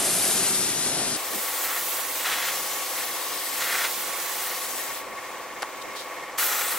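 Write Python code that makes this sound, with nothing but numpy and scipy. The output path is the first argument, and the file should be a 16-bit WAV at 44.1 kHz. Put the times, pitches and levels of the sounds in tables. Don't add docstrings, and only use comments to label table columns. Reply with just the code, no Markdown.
import sys
import numpy as np
from scipy import signal
from scipy.fft import rfft, irfft
from scipy.io import wavfile
from scipy.ndimage import map_coordinates

SR = 44100
rng = np.random.default_rng(int(sys.argv[2]) if len(sys.argv) > 2 else 0)


def unload_audio(sound):
    columns = np.transpose(np.atleast_2d(sound))
    steps = np.round(np.clip(columns, -1, 1) * 32767)
    wavfile.write(sys.argv[1], SR, steps.astype(np.int16))


N = 298998
T = np.arange(N) / SR
FREQS = np.maximum(np.arange(N // 2 + 1) * SR / N, 1)
LEFT_RIGHT = np.array([[1], [-1]])
PULL_S = 6.3745


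def from_db(db):
    return 10 ** (np.asarray(db) / 20)


def rms_one(x):
    return x / np.sqrt(np.mean(x ** 2) + 1e-20)


def in_time(rows):
    s, *columns = np.transpose(rows)
    return [np.interp(T, s, c) for c in columns]


def swells(rows):
    return sum(from_db(db) * np.exp(-.5 * ((T - s) / sigma) ** 2) for s, db, sigma in rows)


def ramp(at_s, length_s):
    return np.clip((T - at_s) / length_s + .5, 0, 1)


def response(spectrum):
    hz, db = np.transpose(spectrum)
    return rms_one(from_db(np.interp(np.log(FREQS), np.log(hz), db)))


def lifted(modes):
    return from_db(sum(db / (1 + (2 * (FREQS - hz) / width) ** 2) for hz, width, db in modes))


def shaped(x, gain):
    return irfft(rfft(x) * gain, N)


def drift(rate_hz):
    return rms_one(shaped(rng.standard_normal(N), 1 / (1 + (FREQS / rate_hz) ** 2)))


def delayed(x, seconds, order=3):
    return map_coordinates(x, [np.arange(N) - seconds * SR], order=order, mode="mirror")


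def air_noise(spectrum, spread):
    noise = shaped(rng.standard_normal((3, N)), response(spectrum))
    return rms_one(noise[0] + spread * noise[1:])


def open_air():
    # frequency_hz, relative_db
    outdoor_spectrum = [(20, 3), (60, 1.5), (130, 6.5), (300, 13), (1000, 1.5), (8000, -46)]
    return from_db(-53.0 + 2 * drift(5.4)) * air_noise(outdoor_spectrum, spread=2.7)


def rattle(turns, turn_hz):
    size = int(SR / turn_hz)
    one_turn = rms_one(irfft(np.exp(2j * np.pi * rng.random(size // 2 + 1)), size))
    return np.interp(turns % 1 * size, np.arange(size), one_turn)


def compressor(level_db, knock_db, valve_db, throb, clatter, uneven_db):
    # frequency_hz, relative_db
    pump_spectrum = [(30, -30), (100, -32), (190, -26), (300, -1), (600, 1), (1000, 3), (1550, -1),
                     (2300, 0), (2800, -7), (4000, -13.5), (7500, -49), (15000, -36)]
    # frequency_hz, width_hz, lift_db
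    tank_modes = [(378, 50, 3), (478, 32, -3.5), (507, 20, 4.8), (544, 20, 5), (585, 36, -1.5),
                  (632, 32, 4), (686, 32, 4), (779, 18, 2), (834, 18, 6), (853, 14, -3), (876, 30, 4),
                  (1020, 24, 4.5), (1051, 20, 5), (1122, 44, 13.6)]
    # frequency_hz, relative_db
    valve_spectrum = [(1200, -21), (1650, -12), (1840, 5.5), (2000, -12), (2150, 6), (2420, -25),
                      (2700, -18), (3200, -23), (8000, -38)]
    turn_hz, stroke_s = 18.14, 5.188
    hum_waver = .42
    knock_hz, knock_s, knock_turn = 527, .004, .73
    flurry_hz, flurry_at_s, flurry_db = 2.85, 5.55, 2.4

    speed_wander = .0018 * drift(2)
    turns = turn_hz * (T - stroke_s + np.cumsum(speed_wander) / SR)
    shares = [np.ones(N), hum_waver * drift(2.7), hum_waver * drift(6.6)]
    shaking = sum(share * rattle(turns, turn_hz) for share in shares)
    shaking = shaking / np.linalg.norm(shares, axis=0)
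    fresh = FREQS ** 2 / (FREQS ** 2 + 1900 ** 2)
    drive = shaped(shaking, np.sqrt(1 - fresh)) + shaped(rng.standard_normal(N), np.sqrt(fresh))
    drive = drive + shaped(rng.standard_normal((2, N)), 0.25 + 0.18 * FREQS / (FREQS + 6000))
    stroke = np.cos(2 * np.pi * turns)
    beat = 1 + throb * stroke - clatter * np.cos(8 * np.pi * turns)
    beaten = drive * beat * from_db(.5 * drift(8.0))
    tank = rms_one(shaped(beaten, response(pump_spectrum) * lifted(tank_modes)))

    age = (turns - knock_turn) % 1 / turn_hz
    swell = age ** 2 * np.exp(-age / knock_s)
    knock = rms_one(swell * np.sin(2 * np.pi * knock_hz * age) * from_db(uneven_db * drift(15)))

    flurry = np.cos(2 * np.pi * flurry_hz * (T - flurry_at_s))
    chuff = (1 + .7 * stroke) * from_db(flurry_db * flurry + uneven_db * drift(14))
    valves = rms_one(chuff * air_noise(valve_spectrum, spread=0.53))
    return from_db(level_db) * tank + from_db(knock_db) * knock + from_db(valve_db) * valves


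def puffs():
    # centre_s, level_db, sigma_s
    puff_times = [(1.355, -37.5, 0.033), (4.08, -44, 0.019), (4.52, -49, 0.022), (4.74, -46.5, 0.037),
                  (5.88, -45, 0.028)]
    # frequency_hz, relative_db
    puff_spectrum = [(20, -13), (120, -3), (220, 11), (430, 12.5), (700, 5), (1100, -16), (4000, -45)]
    pan_db = -1.5
    return swells(puff_times) * air_noise(puff_spectrum, spread=5.6) * from_db(pan_db * LEFT_RIGHT)


def low_rush(flutter_db):
    # frequency_hz, relative_db
    rush_spectrum = [(20, -14), (70, -8), (130, 0.5), (190, 0.5), (380, 4), (500, -4), (700, -2.5),
                     (1000, -6.5), (2000, -12.5), (4000, -20), (10000, -51)]
    # frequency_hz, width_hz, lift_db
    rush_modes = [(189, 26, 5.5), (265, 40, 2), (385.4, 17, 7), (506, 65, 4.5), (652, 23, 6), (740, 33, 6)]
    # centre_s, level_db, sigma_s
    swell_times = [(.04, -36.5, 0.055), (.27, -38, 0.12), (.99, -36.5, 0.078)]
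    # frequency_hz, relative_db
    swell_spectrum = [(150, -25), (400, -1), (700, 6.5), (1000, -6), (2000, -25), (6000, -52)]
    hollow = rms_one(shaped(air_noise(rush_spectrum, spread=0.3), lifted(rush_modes)))
    steady = from_db(-35.5 + flutter_db * drift(32)) * hollow
    return steady + swells(swell_times) * air_noise(swell_spectrum, spread=0.29)


def clacks():
    # start_s, crack_db, t60_s, dull_above_hz, body_db, body_hz
    contacts = [(5.6217, -24.3, .04, 7000, -33, 520), (5.6296, -20.5, .012, 2400, -16.3, 720),
                (5.6375, -39, .03, 1500, -29, 1150), (5.646, -40, .03, 1200, -31, 900)]
    # frequency_hz, relative_db
    crack_spectrum = [(100, -32), (250, -33), (450, 3), (700, -8), (1400, 0), (2500, -3), (3400, -6),
                      (4200, -2.5), (8800, -11), (9700, -1), (11000, -15), (16000, -12)]
    out = np.zeros((2, N))
    for s, crack_db, t60, dull_hz, body_db, body_hz in contacts:
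        age = np.maximum(T - s, 0)
        dulling = signal.butter(1, min(dull_hz, SR / 3), fs=SR, output="sos")
        crack = rms_one(signal.sosfilt(dulling, air_noise(crack_spectrum, spread=0.54)))
        body = -np.sin(2 * np.pi * body_hz * age)
        decay = (T >= s) * from_db(-60 * np.minimum(age / t60, 2))
        out += decay * (from_db(crack_db) * crack + from_db(body_db) * body)
    return signal.sosfilt(signal.butter(4, 360, "high", fs=SR, output="sos"), out)


def spurts():
    # centre_s, level_db, sigma_s
    spurt_times = [(5.822, -37.5, 0.0046), (5.967, -39.5, 0.0082), (6.002, -37, 0.022)]
    # frequency_hz, relative_db
    spurt_spectrum = [(1500, -25), (3000, 1), (3700, 6), (6500, -4), (9000, -4.5), (16000, -14)]
    return swells(spurt_times) * air_noise(spurt_spectrum, spread=2.4)


def trigger():
    shut_s, close_s, open_s = 5.035, .05, .012
    return 1 - ramp(shut_s - close_s / 2, close_s) + ramp(PULL_S + open_s / 2, open_s)


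def panel_roar(grazing, flutter_db, sharpness):
    # frequency_hz, relative_db
    impact_spectrum = [(200, -26), (450, -16), (800, -4.5), (1350, -6), (1600, -2.5), (1950, -2.5),
                       (2600, -3.5), (3500, -10.5), (4200, -10.5), (5200, -9.5), (9000, -14.5),
                       (16000, -53)]
    # frequency_hz, width_hz, lift_db
    panel_modes = [(1290, 160, 6.5), (1428, 96, 6), (1880, 200, 5.5), (2075, 60, 5), (3400, 220, 6.5),
                   (4020, 430, 6.5)]
    # centre_s, roar_db, sigma_s
    gusts = [(2.0, -39, 0.037), (2.21, -32.5, 0.0079), (2.264, -26, 0.013), (2.33, -25.3, 0.0105),
             (2.403, -34, .006), (2.44, -32.5, .01), (2.476, -31.5, .01), (3.0, -34.5, 0.026),
             (3.615, -29, 0.0082), (3.705, -34, .014), (3.795, -30.5, 0.009), (3.851, -23, 0.01),
             (6.39, -31, 0.01), (6.425, -30, 0.018), (6.527, -33, 0.015)]
    # rise_middle_s, fall_middle_s, roar_db, rise_s, fall_s, ring_hz, ring_lift_db
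    passes = [(1.498, 1.827, -36, 0.35, 0.15, 1400, 3.5), (2.247, 2.538, -31.5, 0.08, 0.14, 3080, 2.5),
              (3.605, 3.87, -30, 0.2, 0.1, 1840, 2.5), (3.98, 4.57, -41, 0.061, 0.091, 1790, 0.5),
              (6.373, 6.824, -33.5, .007, 0.42, 1280, 5)]
    graze_db = -44.5
    roar = rms_one(shaped(air_noise(impact_spectrum, spread=0.025), lifted(panel_modes)))
    power = swells(gusts) ** 2 + (grazing * from_db(graze_db)) ** 2
    rings = 0
    for start, end, db, rise, fall, ring_hz, lift_db in passes:
        facing = ramp(start, rise) * (1 - ramp(end, fall))
        power = power + (from_db(db) * facing) ** 2
        ring = signal.lfilter(*signal.iirpeak(ring_hz, sharpness, fs=SR), roar)
        rings = rings + facing * (from_db(lift_db) - 1) * ring
    return trigger() * np.sqrt(power) * from_db(flutter_db * drift(62)) * (roar + rings)


def aim(levels):
    # time_s, hiss_db, extra_treble_db
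    leak_levels = [(5.05, -41, -4.5), (5.33, -39, -4.5), (5.48, -40.8, -6.5), (5.8, -39.5, -6.5),
                   (6.14, -40, -4.5), (6.35, -43, -8)]
    surge_db, surge_treble_db, surge_s = 6, 4.5, 0.17
    jet_db, treble_db = in_time(levels)
    leak_db, leak_treble_db = in_time(leak_levels)
    valve = trigger()
    surge = (T > PULL_S) * np.exp(-np.abs(T - PULL_S) / surge_s)
    flow = valve * from_db(jet_db + surge_db * surge) + (1 - valve) * from_db(leak_db)
    open_treble_db = treble_db + surge_treble_db * surge
    return 20 * np.log10(flow), valve * open_treble_db + (1 - valve) * leak_treble_db


def reflected(x, across, count=6):
    paths = rng.uniform([.0015, .0004], [.005, .001], (count, 2))
    moving = across + .15 * drift(1.5)
    bounces = 0
    for k, (lag, shift) in enumerate(paths):
        bounces = bounces + delayed(x, lag + (-1) ** k * shift * moving, order=1)
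    return bounces


def nozzle(spectrum, levels, scatter, scatter_aside, bounce, flutter_db, treble_hz, pan_db, lead_s):
    # time_s, place
    sweep = [(0, 0.077), (.27, 0.19), (.52, 0.37), (.8, 0.51), (1.15, 0.53), (1.42, 0.33), (1.72, 0.093),
             (2.06, -0.3), (2.32, 0.26), (2.85, 0.36), (3.3, 0.59), (3.85, 0.012), (4.12, -0.535),
             (4.45, 0.018), (4.75, 0.56), (5.1, 0.88), (6.15, 0.97), (6.42, 0.15), (6.78, 0.24)]
    # time_s, comb_spacing_hz, echo_strength
    panel_echo = [(0, 5200, 0), (1.2, 4770, 0.13), (1.5, 4000, 0.04), (2.2, 4770, 0), (2.55, 6200, 0.06),
                  (3.25, 4900, 0.1), (3.6, 4170, 0.08), (4.25, 6000, 0), (4.5, 5000, 0.14), (5.1, 7150, 0),
                  (6.4, 6440, 0.08), (6.55, 6600, 0.24), (6.7, 8400, 0.1)]
    open_place = .15
    hiss_db, treble_db = levels
    across, = in_time(sweep)
    noise = shaped(rng.standard_normal((3, N)), response(spectrum))
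    half_lead = lead_s * across / 2
    pair = np.array([delayed(noise[0], -half_lead), delayed(noise[0], half_lead)])
    scattered = scatter + scatter_aside * np.abs(across - open_place)
    short_waves = shaped(noise[1:], FREQS / np.hypot(FREQS, 3000))
    hiss = (pair + scattered * short_waves) / np.hypot(1, scattered)
    comb_hz, echo = in_time(panel_echo)
    hiss = np.array([ear + echo * delayed(ear, 1 / comb_hz, order=1) for ear in hiss])
    hiss = rms_one(hiss + bounce * reflected(hiss.mean(axis=0), across))
    treble = shaped(hiss, 1 / (1 + (treble_hz / FREQS) ** 8))
    hiss = hiss + (from_db(treble_db) - 1) * treble
    side_db = pan_db * np.tanh(3 * across) * LEFT_RIGHT
    return hiss * from_db(hiss_db + side_db + flutter_db * drift(17))


def eddies(hiss, patchy_db, rate_hz, count=7):
    spectrum = rfft(hiss)
    centres_hz = np.linspace(2500, 15000, count)
    out = 0
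    for share in np.eye(count):
        band = irfft(spectrum * np.interp(FREQS, centres_hz, share), N)
        out = out + band * from_db(patchy_db * drift(rate_hz))
    return out


def spray_hiss(thin):
    # frequency_hz, relative_db
    full_spectrum = [(300, -25), (1200, -4), (3000, -5), (6300, -3), (8000, -0.5), (9500, 1.5), (11500, -1),
                     (12400, -4.5), (13300, -25), (16000, -37)]
    thin_spectrum = [(150, -38), (600, -1.5), (1500, -7.5), (3000, -1.5), (5000, -3.5), (8000, -2),
                     (9500, -4.5), (12000, -2), (14000, -2.5), (16000, -1.5)]
    # time_s, hiss_db, extra_treble_db
    full_levels = [(0, -23.5, -2.5), (.3, -23, 2.5), (.6, -24, -0.5), (1.0, -25, -11), (1.16, -26, -11)]
    thin_levels = [(1.2, -30, -1), (1.45, -30, 4), (1.85, -29.3, 4), (2.1, -30, 1.8), (2.55, -28, 0.5),
                   (2.88, -29.5, 0.2), (3.0, -29, 2), (3.1, -29.5, 0.5), (3.4, -30.5, 0.8),
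                   (3.62, -28.5, 1.7), (3.95, -28, 1), (4.11, -31, 2), (4.28, -29.5, 1.5), (4.55, -30, 0.7),
                   (4.8, -30.5, 0.5), (5.02, -34.5, 1.5), (6.42, -29.5, 1.5), (6.78, -30.5, 3.5)]
    full_hiss = nozzle(full_spectrum, aim(full_levels), scatter=0.81, scatter_aside=0.091, bounce=0.087,
                       flutter_db=0.43, treble_hz=10600, pan_db=2.0, lead_s=0.00011)
    thin_hiss = nozzle(thin_spectrum, aim(thin_levels), scatter=0.84, scatter_aside=0.73, bounce=0.18,
                       flutter_db=0.5, treble_hz=8700, pan_db=1.0, lead_s=.000047)
    return eddies(np.sqrt(1 - thin) * full_hiss + np.sqrt(thin) * thin_hiss, patchy_db=0.8, rate_hz=15)


def scene():
    thin = ramp(1.168, .01)
    pump = compressor(level_db=-37.5, knock_db=-51.5, valve_db=-46.0, throb=.05, clatter=.06, uneven_db=1.6)
    background = open_air() + thin * pump + puffs()
    rush = (1 - thin) * low_rush(flutter_db=0.9)
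    gun = spurts() + panel_roar(thin, flutter_db=1.3, sharpness=3.8) + spray_hiss(thin)
    return background + rush + clacks() + gun


def record(dry):
    cutoff_hz = 15860
    return shaped(dry, np.clip((cutoff_hz - FREQS) / 100, 0, 1))


dry = scene()
out = record(dry)
unload_audio(out)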